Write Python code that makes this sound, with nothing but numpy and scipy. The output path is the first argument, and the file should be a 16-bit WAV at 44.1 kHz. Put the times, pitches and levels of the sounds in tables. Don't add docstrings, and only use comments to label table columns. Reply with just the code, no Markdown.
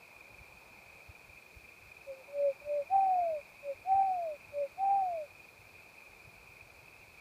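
import sys
import numpy as np
from scipy import signal
from scipy.fft import rfft, irfft, next_fast_len
from scipy.io import wavfile

SR = 44100
rng = np.random.default_rng(int(sys.argv[2]) if len(sys.argv) > 2 else 0)


def wav_out(sig):
    wavfile.write(sys.argv[1], SR, np.round(np.clip(np.atleast_2d(sig).T, -1, 1) * 32767).astype(np.int16))


N = 317685
TIME = np.arange(N) / SR


def owl(flutter_db=1.16, jitter=0.0044, rush_db=-35, puff_db=-51, rasp_db=-34):
    # (start [s], length [s], swell [s], pitch [Hz], level [dB])
    short_hoots = [(2.057, 0.1, 0.047, 555, -41.5), (2.11, .15, 0.036, 535, -56),
                   (2.273, 0.061, .02, 580, -50), (2.295, .238, .18, 574.8, -27.5),
                   (2.605, 0.048, .025, 590, -46), (2.627, .219, 0.12, 590, -32),
                   (3.609, .138, 0.13, 571.5, -33), (4.511, 0.17, 0.094, 580, -32.5)]
    # (start [s], length [s], attack [s], top pitch [Hz], level [dB], scoop [s], top held [s],
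    #  bend of the fall [1 = straight], push [s], drop after the push [dB])
    long_hoots = [(2.888, .537, 0.062, 786, -25, .018, 0.0055, 2.1, 0.11, 2),
                  (3.836, .545, 0.1, 780.6, -25.5, .031, .172, 1.555, 0.18, 5.5),
                  (4.76, 0.521, 0.085, 789, -28.5, .024, 0.21, 1.25, .249, 2.5)]
    # (frequency [Hz], relative level [dB])
    rush_spectrum = [(150, -14), (260, 2.5), (450, -3), (680, -5.5), (900, -7.5), (1120, -5.5),
                     (1520, -4.5), (2000, -8.5), (3000, -30.5)]
    hoots = [short_hoot(*row) for row in short_hoots] + [long_hoot(*row) for row in long_hoots]
    loudness = sum(gain for _, gain in hoots)
    pitch = sum(hz * gain for hz, gain in hoots) / (loudness + 1e-18)
    strain = np.interp(pitch, [580, 720], [.4, 1])
    phase = 2 * np.pi * np.cumsum(pitch * (1 + jitter * strain * drift(45))) / SR
    overtones = from_db(-52) * np.sin(2 * phase) + from_db(-58) * np.sin(3 * phase)
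    flutter = from_db(flutter_db * strain * drift(55))
    tone = np.sqrt(2) * (np.sin(phase) + strain * overtones) * flutter
    rasp = from_db(rasp_db) * noise_band(620, 770)
    rush = from_db(rush_db) * coloured_noise(rush_spectrum)
    puff = from_db(puff_db) * (1 - strain / 2) * np.sqrt(loudness) * noise_band(285, 395)
    return loudness * (tone + strain * (rasp + rush)) + puff


def short_hoot(start, length, swell, hz, db, sag_hz_per_s=48, droop_hz=30.87, droop_s=.071):
    age = TIME - start
    pitch = hz - sag_hz_per_s * age - droop_hz * ramp(1 - (length - age) / droop_s)
    return pitch, from_db(db) * envelope(age, length, swell, release=.053)


def long_hoot(start, length, attack, top_hz, db, scoop, held, bend, push, drop_db,
              scoop_hz=144, end_hz=541, fade_db_per_hz=.045, ease_s=.034):
    age = TIME - start
    below_top_hz = scoop_hz * np.exp(-np.maximum(age, 0) / scoop)
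    fallen = ramp((age - held) / (length - held)) ** bend
    pitch = top_hz - below_top_hz - (top_hz - end_hz) * fallen
    level_db = db - fade_db_per_hz * (top_hz - pitch) - drop_db * ramp((age - push) / ease_s)
    return pitch, from_db(level_db) * envelope(age, length, attack, release=.076)


def near_cricket(hz=2445, strokes_per_s=22.15, trim_db=-2, stroke_db=-52, uneven_db=.5, echo_db=-7):
    # (time [s], peak before trim [dB])
    accents = [(0.2056, -45), (1.1469, -47), (1.9128, -45.5), (1.9641, -45), (2.5972, -49), (2.6436, -51.5),
               (2.8708, -45.5), (2.9133, -49), (3.0039, -45.5), (5.3952, -47), (5.44, -48), (5.7523, -48.5),
               (6.6064, -45)]
    times, accent_db = np.transpose(accents)
    margin = 5 / strokes_per_s
    times = np.r_[times[0] - margin, times, times[-1] + margin]
    counts = np.maximum(np.round(np.diff(times) * strokes_per_s), 1)
    beats = np.r_[0, np.cumsum(counts)].astype(int)
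    timing, force = rng.standard_normal((beats[-1], 2)).T
    starts = np.interp(np.arange(beats[-1]), beats, times) + .003 * timing
    level_db = stroke_db + uneven_db * np.clip(force, -2, 1.5)
    starts[beats[1:-1]] = times[1:-1]
    level_db[beats[1:-1]] = accent_db
    trill = wing_strokes(starts, from_db(level_db), hz, length=.012, fall=.033)
    return from_db(trim_db) * (trill + from_db(echo_db) * scatter(trill, t60=.17))


def far_crickets(uneven_db=3.5, echo_db=-2, wash_db=-62.5, waver_db=1.2):
    # (pitch [Hz], pace [strokes/s], level [dB])
    crickets = [(2137, 18, -73.5), (2322, 20.6, -70), (2409, 27, -69), (2486.5, 29, -68), (2569, 23.1, -71),
                (2652, 24.2, -76.5)]
    # (frequency [Hz], relative level [dB])
    wash_spectrum = [(1900, -40.5), (2100, -13), (2280, -4.5), (2440, 2.5), (2560, -2.5), (2700, -13.5),
                     (2850, -29.5), (3000, -39.5)]
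    chorus = from_db(wash_db) * coloured_noise(wash_spectrum)
    for hz, strokes_per_s, level_db in crickets:
        timing, force = rng.standard_normal((2, 220))
        starts = np.cumsum(1 + .06 * timing) / strokes_per_s - rng.uniform(.1, .2)
        trill = wing_strokes(starts, from_db(uneven_db * np.minimum(force, 2)), hz)
        chorus += from_db(level_db) * rms_one(trill + from_db(echo_db) * scatter(trill, t60=.18))
    return chorus * from_db(waver_db * drift(9.8))


def wing_strokes(starts, gains, hz, length=.014, fall=.05):
    age = TIME[:int(length * SR)]
    progress = age / length
    trill = np.zeros(N + SR)
    for start, gain, (detune, turn) in zip(starts, gains, rng.standard_normal((len(starts), 2))):
        if 0 <= start < N / SR:
            pitch = hz * (1 + .011 * detune + fall * (.5 - progress))
            phase = 2 * np.pi * (np.cumsum(pitch) / SR + turn)
            at = int(start * SR)
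            trill[at:at + len(age)] += gain * np.sin(np.pi * progress) * np.sin(phase)
    return trill[:N]


def bumps(width_s=.006):
    # (time [s], envelope peak [dB], pitch [Hz])
    thuds = [(0.415, -48, 87), (0.551, -63, 190), (0.713, -61, 233), (0.785, -58.5, 199),
             (1.098, -43.5, 82), (1.572, -45.5, 72), (3.953, -46.5, 90), (6.497, -54, 95), (6.63, -54, 87),
             (6.834, -57, 125)]
    track = np.zeros(N)
    for centre, db, hz in thuds:
        offset = TIME - centre
        track -= from_db(db) * np.sin(2 * np.pi * hz * offset) * np.exp(-.5 * (offset / width_s) ** 2)
    return track


def night_air(air_db=-62.5, rumble_trim_db=2.5, lumpy_db=5):
    # (frequency [Hz], relative level [dB])
    air_spectrum = [(20, -19.5), (60, -7), (170, 1), (260, -4), (360, 0.5), (600, -1), (1000, -4.5),
                    (1400, -4), (2000, -9), (2900, -12.5), (3600, -11), (4400, -7.5), (5600, -14.5),
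                    (9000, -16.5), (15000, -17.5)]
    # (time [s], level before trim [dB])
    rumble_fader = [(0.0, -83), (0.34, -71), (0.9, -73.5), (2.06, -76), (5.09, -73.5), (5.94, -77.5),
                    (6.34, -69.5), (7.2, -72)]
    # (time [s], level [dB])
    rustle_fader = [(0, -64.5), (0.998, -64.5), (1.6, -71), (2.4, -64), (5.4, -67.5), (6.549, -66),
                    (7.2, -68.5)]
    rumble_db = np.interp(TIME, *np.transpose(rumble_fader)) + rumble_trim_db
    rustle_db = np.interp(TIME, *np.transpose(rustle_fader))
    rumble = from_db(rumble_db + lumpy_db * drift(13)) * noise_band(48, 115)
    rustle = from_db(rustle_db) * noise_band(470, 1030)
    return from_db(air_db) * coloured_noise(air_spectrum) + rumble + rustle


def scatter(x, t60):
    age = TIME[:SR // 2]
    echoes = rng.standard_normal(len(age)) * from_db(-60 * age / t60)
    return rms_one(signal.fftconvolve(x, echoes)[:N]) * np.std(x)


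def coloured_noise(spectrum):
    hz, db = np.transpose(spectrum)
    size = next_fast_len(N)
    bins = np.maximum(np.arange(size // 2 + 1) * SR / size, 1)
    gain = from_db(np.interp(np.log(bins), np.log(hz), db))
    return rms_one(irfft(rfft(rng.standard_normal(size)) * gain, size)[:N])


def noise_band(low_hz, high_hz):
    bandpass = signal.butter(2, [low_hz, high_hz], "band", fs=SR, output="sos")
    return rms_one(signal.sosfilt(bandpass, rng.standard_normal(N)))


def drift(rate_hz):
    pole = np.exp(-2 * np.pi * rate_hz / SR)
    return rms_one(signal.lfilter([1], [1, -2 * pole, pole * pole], rng.standard_normal(N + SR))[SR:])


def envelope(age, length, attack, release):
    fade_in = np.sin(np.pi / 2 * ramp(age / attack))
    fade_out = np.sin(np.pi / 2 * ramp((length - age) / release))
    return (fade_in * fade_out) ** 2


def ramp(x):
    return np.clip(x, 0, 1)


def from_db(db):
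    return 10 ** (np.asarray(db) / 20)


def rms_one(x):
    return x / np.sqrt(np.mean(x ** 2) + 1e-20)


def scene(owl_echo_db=-36):
    call = owl()
    echo = from_db(owl_echo_db) * scatter(call, t60=.61)
    return (call + echo + near_cricket() + far_crickets() + bumps() + night_air())[None]


def record(dry, cutoff_hz=15250):
    return signal.sosfilt(signal.ellip(12, .1, 80, cutoff_hz, fs=SR, output="sos"), dry)


dry = scene()
out = record(dry)
wav_out(out)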